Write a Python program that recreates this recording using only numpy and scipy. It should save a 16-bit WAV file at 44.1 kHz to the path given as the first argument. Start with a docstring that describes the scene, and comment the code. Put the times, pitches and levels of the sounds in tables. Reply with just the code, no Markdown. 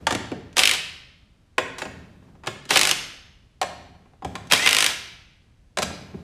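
"""A garage, one microphone close to a steel car wheel, the room's still air behind it.
A cordless impact wrench runs three lug nuts home. The tyre rumbles as the tool shoves it; the
socket clacks onto each nut and sets the wheel ringing. The gears whine up, the socket rattles,
and the hammer strikes about fifty times a second. The room answers from farther off."""
import sys
import numpy as np
from scipy import signal
from scipy.io import wavfile
from scipy.ndimage import uniform_filter1d

SR = 44100
rng = np.random.default_rng(int(sys.argv[2]) if len(sys.argv) > 2 else 0)


def dump_mix(stems):
    """Bounce the given channels to the path in sys.argv[1] as a 16-bit WAV at rate SR."""
    frames = np.atleast_2d(stems).T  # one column per channel
    limited = np.clip(frames, -1, 1)  # hard clip at full scale
    pcm = np.round(limited * 32767).astype(np.int16)
    wavfile.write(sys.argv[1], SR, pcm)


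N = 274726
TIME = np.arange(N) / SR
EDGES = 20 * 2 ** (np.arange(30) / 3)   # third octaves, Hz
CENTRES = np.sqrt(EDGES[1:] * EDGES[:-1])
BANK = [signal.butter(2, pair, "band", fs=SR, output="sos") for pair in zip(EDGES, EDGES[1:])]

# Room tone. Each row: frequency in Hz, density in dB.
AIR_SPECTRUM = [(22, -4), (50, 1.5), (90, 0), (200, -9.5), (400, -20.5), (1000, -26.5), (2500, -30.5),
                (5000, -35), (10000, -42), (12500, -52), (15500, -83)]
# The tool shoves the tyre. Each row: start in seconds, level in dB.
SHOVES = [(0, -39), (.08, -39.5), (.57, -47), (1.58, -42.5), (1.85, -40), (2.22, -49), (2.7, -45),
          (3.64, -43.5), (4.25, -36), (5.79, -34), (6.13, -43)]
# Tyre and hub resonances. Each row: frequency in Hz, width in Hz, gain in dB.
TYRE_MODES = [(78.5, 6.4, 5), (102, 8.6, -1.5), (139, 65, -6), (180, 17, 0.5), (258.8, 13, -6.5),
              (417, 37, -13), (610, 83, -18.5)]

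# Socket against nut and wheel. Each row: start in seconds, level, weight and clang in dB,
# clang pitch in Hz, brightness and socket ring in dB.
KNOCKS = [(0.0681, -19, -12, 9.5, 1060, 1, 0.5), (0.1067, -23.5, 0, 5.5, 900, 0, -2.5),
          (0.1234, -29, 8, 6.5, 847, 6.5, -2.5), (.149, -27, 10, -1, 800, 3, -1.5),
          (0.3159, -36.5, 16, 12, 540, -6.5, -11.5), (.528, -55, 1, -5, 757, 4.5, -7),
          (1.5808, -14.5, -17, 9.5, 372, -8.5, -3.5), (1.818, -26, -5, 1, 706, -6, -2),
          (1.853, -35, 5, 4, 701, -7.5, -2.5), (2.461, -43, 0, 3, 760, 1.5, 3.5),
          (2.4705, -27, -5.5, 1, 837, 1, 4.5), (2.4737, -25.5, 4, -5.5, 703, -7.5, -4.5),
          (2.653, -47, 10, -6, 770, 6, 0), (3.6143, -25, -19.5, 14.5, 660, 4, -11.5),
          (3.6272, -26.5, -7.5, 5.5, 680, -1.5, -4), (4.2224, -48, 16, 20.5, 795, -15.5, 6.5),
          (4.2467, -35.5, 13, 13.5, 725, 1.5, 1.5), (4.3534, -31.5, -13, 7, 750, -1, -3),
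          (4.471, -57.5, 0.5, -0.5, 759, 13, -1.5), (5.7716, -25.5, -7, 6.5, 760, 1, 6.5),
          (5.7854, -25, 0.5, 11.5, 716, 6, -7.5), (5.8205, -29.5, -2, 10, 696, 8.5, 0),
          (5.8271, -26, -7, -1, 750, 9, -3), (5.903, -43.5, 17.5, 12, 750, -11, -12),
          (6.1412, -52, 30, 11.5, 653, -29, -8)]
# The socket drags over the nut. Each row: start in seconds, level and brightness in dB, base decay in ms.
SCRAPES = [(1.7828, -37.5, 10, 14), (2.4355, -41.5, -11.5, 17)]
# All scrapes share weight and clang in dB, clang pitch in Hz, socket ring in dB.
SCRAPE_TONE = (2, 9, 1000, 1)
# Faint taps as the socket feels for a nut. Each row: start and end in seconds.
FUMBLES = [(2.2, 2.42), (3.95, 4.15), (6.08, 6.2)]
# All taps share these values: a row of KNOCKS without its start.
TAP_TONE = (-63.5, 13, 11, 850, -12, -6)
# Crack of one contact. Each row: frequency in Hz, density in dB.
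CLACK_SPECTRUM = [(40, -17), (110, -0.5), (250, 5), (450, 3), (750, 0.5), (1200, -0.5), (1900, -0.5),
                  (2600, -1), (3800, -5), (5200, -10), (7500, -11.5), (10000, -19), (13000, -35),
                  (15500, -34.5)]
# Ringing steel of wheel and socket. Each row: frequency in Hz, level in dB, t60 in seconds.
WHEEL_MODES = [(551, -0.5, 0.19), (632, -1.5, 0.2), (713, -8, 0.45), (740, -3.5, 0.25), (794.6, 4.5, 0.081),
               (902, -2, 0.15), (1070, 0, 0.14), (1210, -7.5, 0.073), (1310, -10, 0.12), (1630, -4, .26),
               (1810, -4.5, 0.31), (1960, -7.5, .14)]
SOCKET_MODES = [(2540, 1, .22), (3300, -2, .25), (3416, 0, .33), (3530, 1, .3), (3800, -2, .27),
                (4850, -3, .13), (5050, 0, .18), (6800, -4, .24), (7140, -4, .23), (8120, -9, .25),
                (9340, -11.5, .1), (14080, -16.5, .22)]

# The room's reverberation. Each row: frequency in Hz, level in dB, t60 in seconds.
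GARAGE_REVERB = [(90, -1.5, 2.1), (180, -2.5, 0.74), (397, -5.5, .72), (900, -10.5, 0.8), (1820, -5, 0.8),
                 (3200, -7.5, 0.81), (5240, -6.5, 0.74), (8050, -6.5, 0.42), (11100, -11.5, 0.59),
                 (14000, -10, 0.38)]
# Times in seconds when the tool moves to another place on the wheel.
MOVES = [1.45, 3.5, 5.6]

# The trigger. Each row: pull, release and spin-up time in seconds, whine level in dB.
PULLS = [(.558, .75, .05, -27), (2.687, 2.918, .045, -27), (4.497, 4.9, .075, -17)]
# Gear tones. Each row: multiple of the whine pitch, level in dB.
GEAR_ORDERS = [(1, -1), (1.33, -2), (3, -3), (4, -5)]
# Rattle of the spinning tool. Each row: frequency in Hz, density in dB.
RATTLE_SPECTRUM = [(100, -14), (400, -5), (1200, -2.5), (2400, -2), (3700, 0), (5500, -7), (10000, -12),
                   (13000, -23.5), (15500, -28.5)]

# The nut jolts as it is grabbed and as it seats.
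# Each row: start in seconds, level, body and brightness in dB.
JOLTS = [(.568, -18.5, 5.5, -3.5), (.58, -19.5, 8.5, 2.5), (.591, -12.5, -5.5, -3), (.597, -24, 9.5, 0),
         (0.6171, -21.5, 4, -15), (0.634, -13.5, -10, -3.5), (0.7359, -25.5, -4, -0.5),
         (2.706, -15, 10.5, -4.5), (2.7575, -12, 5.5, -6), (2.7648, -19.5, 9, -5), (2.7713, -13, -1, 1),
         (4.512, -17.5, 2.5, -10), (4.521, -13, 9, .5), (4.5338, -12, 3, -1.5), (4.6609, -12, 1.5, -9.5),
         (4.673, -11, -2.5, -7.5)]
# Hammering on the seated nut, one run a pull.
# Each row: first and last blow in seconds, level, body and brightness in dB.
RUNS = [(.6538, 0.7122, -20, -14.5, 0.5), (2.792, 2.912, -20.5, 3.5, 2.5), (4.69, 4.862, -19.5, 1, 2.5)]
# Crack of one blow. Each row: frequency in Hz, density in dB.
BLOW_SPECTRUM = [(40, -28), (130, -20), (400, -11.5), (800, -10.5), (1200, -6.5), (1900, -4), (2700, 4),
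                 (3800, -4), (5000, -5), (7000, -9), (10000, -9.5), (12500, -21.5), (15500, -32)]
BLOWS_PER_S = 51


def from_db(db):
    """Decibels to gain."""
    return 10 ** (np.asarray(db) / 20)


def rms_one(x):
    """Scale each row to rms 1."""
    return x / np.sqrt(np.mean(x ** 2, axis=-1, keepdims=True) + 1e-30)


def at_hz(points, hz, column=1):
    """Read one column of a table on a log-frequency axis."""
    points = np.array(points)
    return np.interp(np.log(hz), np.log(points[:, 0]), points[:, column])


def band(x, k):
    """Third-octave band k of x, with the power that white noise of rms 1 has there."""
    return rms_one(signal.sosfilt(BANK[k], x + 1e-18)) * np.sqrt(2 * (EDGES[k + 1] - EDGES[k]) / SR)


def coloured(noises, spectrum):
    """Shape two unrelated noises, dealt in turn to neighbouring bands; rms 1."""
    bands = (from_db(at_hz(spectrum, hz)) * band(noises[k % 2], k) for k, hz in enumerate(CENTRES))
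    return rms_one(sum(bands))


def place(times, sounds):
    """Lay sounds on the time line."""
    out = np.zeros(N)
    for s, sound in zip(times, sounds):
        i = round(s * SR)
        out[i:i + len(sound)] += sound[:N - i]
    return out


def below(hz, corner_hz):
    """Smooth shelf: 1 under the corner, 0 above."""
    return 1 / (1 + (hz / corner_hz) ** 4)


def around(hz, centre_hz):
    """Smooth bump, about an octave wide: 1 at the centre, 0 far from it."""
    return np.exp(-2 * (2 * np.log2(hz / centre_hz)) ** 2 / np.pi)


def settle(start_s, time_s):
    """0 until the start, then an exponential approach to 1."""
    return 1 - np.exp(-np.maximum(TIME - start_s, 0) / time_s)


def room_tone(level_db=-57):
    """The still air of the garage: a low, steady hush all round the microphone."""
    return from_db(level_db) * coloured(rng.standard_normal((2, N)), AIR_SPECTRUM)


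def tyre(rumble_db=-2, rise_s=.0089, fade_db_per_s=30):
    """Each shove stirs the low resonances of tyre and hub; the rumble swells quickly and fades."""
    rumble, power = 0, 0
    for hz, width_hz, db in TYRE_MODES:
        resonance = signal.iirpeak(hz, hz / width_hz, fs=SR)
        rumble += from_db(db) * signal.lfilter(*resonance, rng.standard_normal(N))
    rumble = signal.sosfilt(signal.butter(2, 55, "high", fs=SR, output="sos"), rumble)
    for s, db in SHOVES:
        fading = from_db(db - fade_db_per_s * np.maximum(TIME - s, 0))
        power += (settle(s, rise_s) * fading) ** 2
    return from_db(rumble_db) * np.sqrt(power) * rms_one(rumble)


def cracks(times, colour_db, decay_ms, linger_hz, damping, rise_ms=.3, size=4096):
    """Each impact excites a thicket of fast-dying modes; the low ones linger."""
    ms, out = np.arange(size) / SR * 1e3, 0
    for k, hz in enumerate(CENTRES):
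        life_ms = np.maximum(decay_ms, .3)[:, None] * (1 + linger_hz / hz)
        envelope = (1 - np.exp(-ms / rise_ms)) * np.exp(-np.minimum(ms / life_ms, 20) ** damping)
        burst = band(rng.standard_normal((len(times), size)) * envelope, k) / np.sqrt(size)
        out += burst * from_db(colour_db(hz))[:, None]
    return place(times, out)


def ringing(times, strike_db, modes):
    """Struck steel rings on; every touch strikes each mode with a strength and sign of its own."""
    out, shape = np.zeros(N), (len(times), len(modes))
    strengths = from_db(2 * rng.standard_normal(shape)) * rng.choice([-1, 1], shape)
    for (hz, db, t60), strength in zip(modes, strengths.T):
        radius, angle = from_db(-60 / (t60 * SR)), 2 * np.pi * hz / SR
        clicks = place(times, (strength * from_db(db + strike_db(hz)))[:, None])
        feedback = [1, -2 * radius * np.cos(angle), radius ** 2]
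        out += signal.lfilter([0, np.sin(angle)], feedback, clicks + 1e-18)
    return out


def contact_rows(decay_ms=2.8, tap_gap_s=.075):
    """Knocks, scrapes and unevenly spaced taps, as rows like KNOCKS plus a base decay in ms."""
    weight, clang, clang_hz, ring = SCRAPE_TONE
    knocks = [(*row, decay_ms) for row in KNOCKS]
    scrapes = [(s, level, weight, clang, clang_hz, bright, ring, ms) for s, level, bright, ms in SCRAPES]
    tap_times = np.concatenate([np.arange(start, end, tap_gap_s) for start, end in FUMBLES])
    taps = [(s + tap_gap_s * rng.random() / 2, *TAP_TONE, decay_ms) for s in tap_times]
    return knocks + scrapes + taps


def socket_contacts(crack_db=35, wheel_db=-15, socket_db=-23):
    """The socket knocks on the nut: a crack, then wheel and socket ring on."""
    times, level, weight, clang, clang_hz, bright, ring, decay_ms = np.transpose(contact_rows())

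    def force_db(hz):
        """Heavy knocks add bass, sharp ones treble; the spot struck picks the pitch of the clang."""
        bass, treble = weight * below(hz, 430), bright * (1 - below(hz, 3400))
        return level + bass + clang * around(hz, clang_hz) + treble

    crack = cracks(times, lambda hz: crack_db + force_db(hz) + at_hz(CLACK_SPECTRUM, hz),
                   decay_ms, linger_hz=250, damping=.78)
    wheel = ringing(times, lambda hz: wheel_db + force_db(hz), WHEEL_MODES)
    socket = ringing(times, lambda hz: socket_db + level + ring, SOCKET_MODES)
    return crack + wheel + socket


def garage_echo(x, build_s=.003, early_db=-11, early_s=.0049, gap_s=.003):
    """Wheel arch and floor reach the microphone first; the diffuse tail swells and dies band by band."""
    t, tail = TIME[:SR], 0
    swelling = (1 - np.exp(-t / build_s)) * (t > gap_s)
    for k, hz in enumerate(CENTRES):
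        dying = from_db(-60 * t / at_hz(GARAGE_REVERB, hz, column=2))
        tail += from_db(at_hz(GARAGE_REVERB, hz)) * band(rng.standard_normal(SR) * dying * swelling, k)
    early = rms_one(rng.standard_normal(SR) * (t > gap_s) * np.exp(-t / early_s))
    return signal.fftconvolve(x, (tail + from_db(early_db) * early) / np.sqrt(SR))


def drive(start_hz=550, free_hz=2300, loaded_hz=1750, bog_s=.03, brake_s=.022):
    """Whine pitch, whine gain and rattle gain: the motor spins up, bogs down on the nut and brakes."""
    db_per_octave, loaded_db = 13, -14   # the whine grows with speed and sinks under load
    rattle_db, rattle_rise_s = -29, .006
    grab_s, grab_db = .046, 6.5   # the socket rattles hardest just after it grabs the nut
    controls = np.zeros((3, N))
    for (pull, release, spin_up_s, whine_db), (first_blow, *_) in zip(PULLS, RUNS):
        load = settle(first_blow - 1 / BLOWS_PER_S, bog_s)
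        power = (1 - settle(release, brake_s)) * (TIME > pull)
        unloaded_hz = start_hz + (free_hz - start_hz) * settle(pull, spin_up_s)
        hz = unloaded_hz + (loaded_hz - unloaded_hz) * load
        whine = from_db(whine_db + db_per_octave * np.log2(hz / free_hz) + loaded_db * load)
        grab = np.exp(-(2 * (TIME - pull - grab_s) / grab_s) ** 2)
        rattle = from_db(rattle_db + grab_db * grab) * settle(pull, rattle_rise_s) ** 2
        controls += np.array([hz, whine, rattle]) * power
    return controls


def motor(grain_db=3.5, housing_hz=2200, housing_db=14):
    """Gears whine with the motor's speed while the spinning socket chatters on the nut."""
    whine_hz, whine_gain, rattle_gain = drive()
    unsteady = .014 * rms_one(uniform_filter1d(rng.standard_normal(N), size=90))
    phase = 2 * np.pi * np.cumsum(whine_hz * (1 + unsteady)) / SR
    whine = 0
    for order, db in GEAR_ORDERS:
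        # a tone swells as it sweeps through the resonance of the gear housing
        in_tune = 1 / (1 + ((order * whine_hz - housing_hz) / 330) ** 2)
        whine += from_db(db + housing_db * (in_tune - 1)) * np.sin(order * phase)
    chatter = from_db(grain_db * rms_one(uniform_filter1d(rng.standard_normal(N), size=60)))
    rattle = coloured(rng.standard_normal((2, N)) * chatter, RATTLE_SPECTRUM)
    return whine_gain * whine * np.sqrt(chatter) + rattle_gain * rattle


def blow_rows(jolt_decay_ms=2.9, blow_decay_ms=1.8, jitter_s=.0007, scatter_db=3.5):
    """Jolts, then steady runs of blows of uneven strength, as rows like JOLTS plus a base decay in ms."""
    rows = [(*jolt, jolt_decay_ms) for jolt in JOLTS]
    for first, last, level, body, bright in RUNS:
        for s in np.linspace(first, last, round((last - first) * BLOWS_PER_S) + 1):
            late, harder = rng.uniform(-1, 1, 2)
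            rows.append((s + jitter_s * late, level + scatter_db * harder, body, bright, blow_decay_ms))
    return rows


def hammer(crack_db=35, wheel_db=-27, socket_db=-29):
    """The hammer hits the anvil in a quick run; the socket passes each blow on to the wheel."""
    times, level, body, bright, decay_ms = np.transpose(blow_rows())

    def force_db(hz):
        """Blows that jolt the nut have more body; on a tight nut the anvil rings instead."""
        return level + body * (below(hz, 1300) - .26 * around(hz, 2550)) + bright * (1 - below(hz, 3900))

    crack = cracks(times, lambda hz: crack_db + force_db(hz) + at_hz(BLOW_SPECTRUM, hz),
                   decay_ms, linger_hz=400, damping=1.1)
    wheel = ringing(times, lambda hz: wheel_db + force_db(hz), WHEEL_MODES)
    socket = ringing(times, lambda hz: socket_db + level, SOCKET_MODES)
    return crack + wheel + socket


def scene():
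    """Tool and wheel up close, the room behind, in mono; each place of the tool has its own echoes."""
    direct = socket_contacts() + hammer() + motor()
    stretches = np.split(direct, [round(s * SR) for s in MOVES])
    echoes = place([0] + MOVES, [garage_echo(stretch) for stretch in stretches])
    return (direct + echoes + room_tone() + tyre())[None]


def record(dry):
    """Behind the microphone, the loudest peaks are rounded at full scale and the top is cut."""
    cutoff_hz = 15400
    rounded = dry / (1 + dry ** 4) ** .25
    return signal.sosfilt(signal.ellip(10, .2, 80, cutoff_hz, fs=SR, output="sos"), rounded)


dry = scene()
out = record(dry)
dump_mix(out)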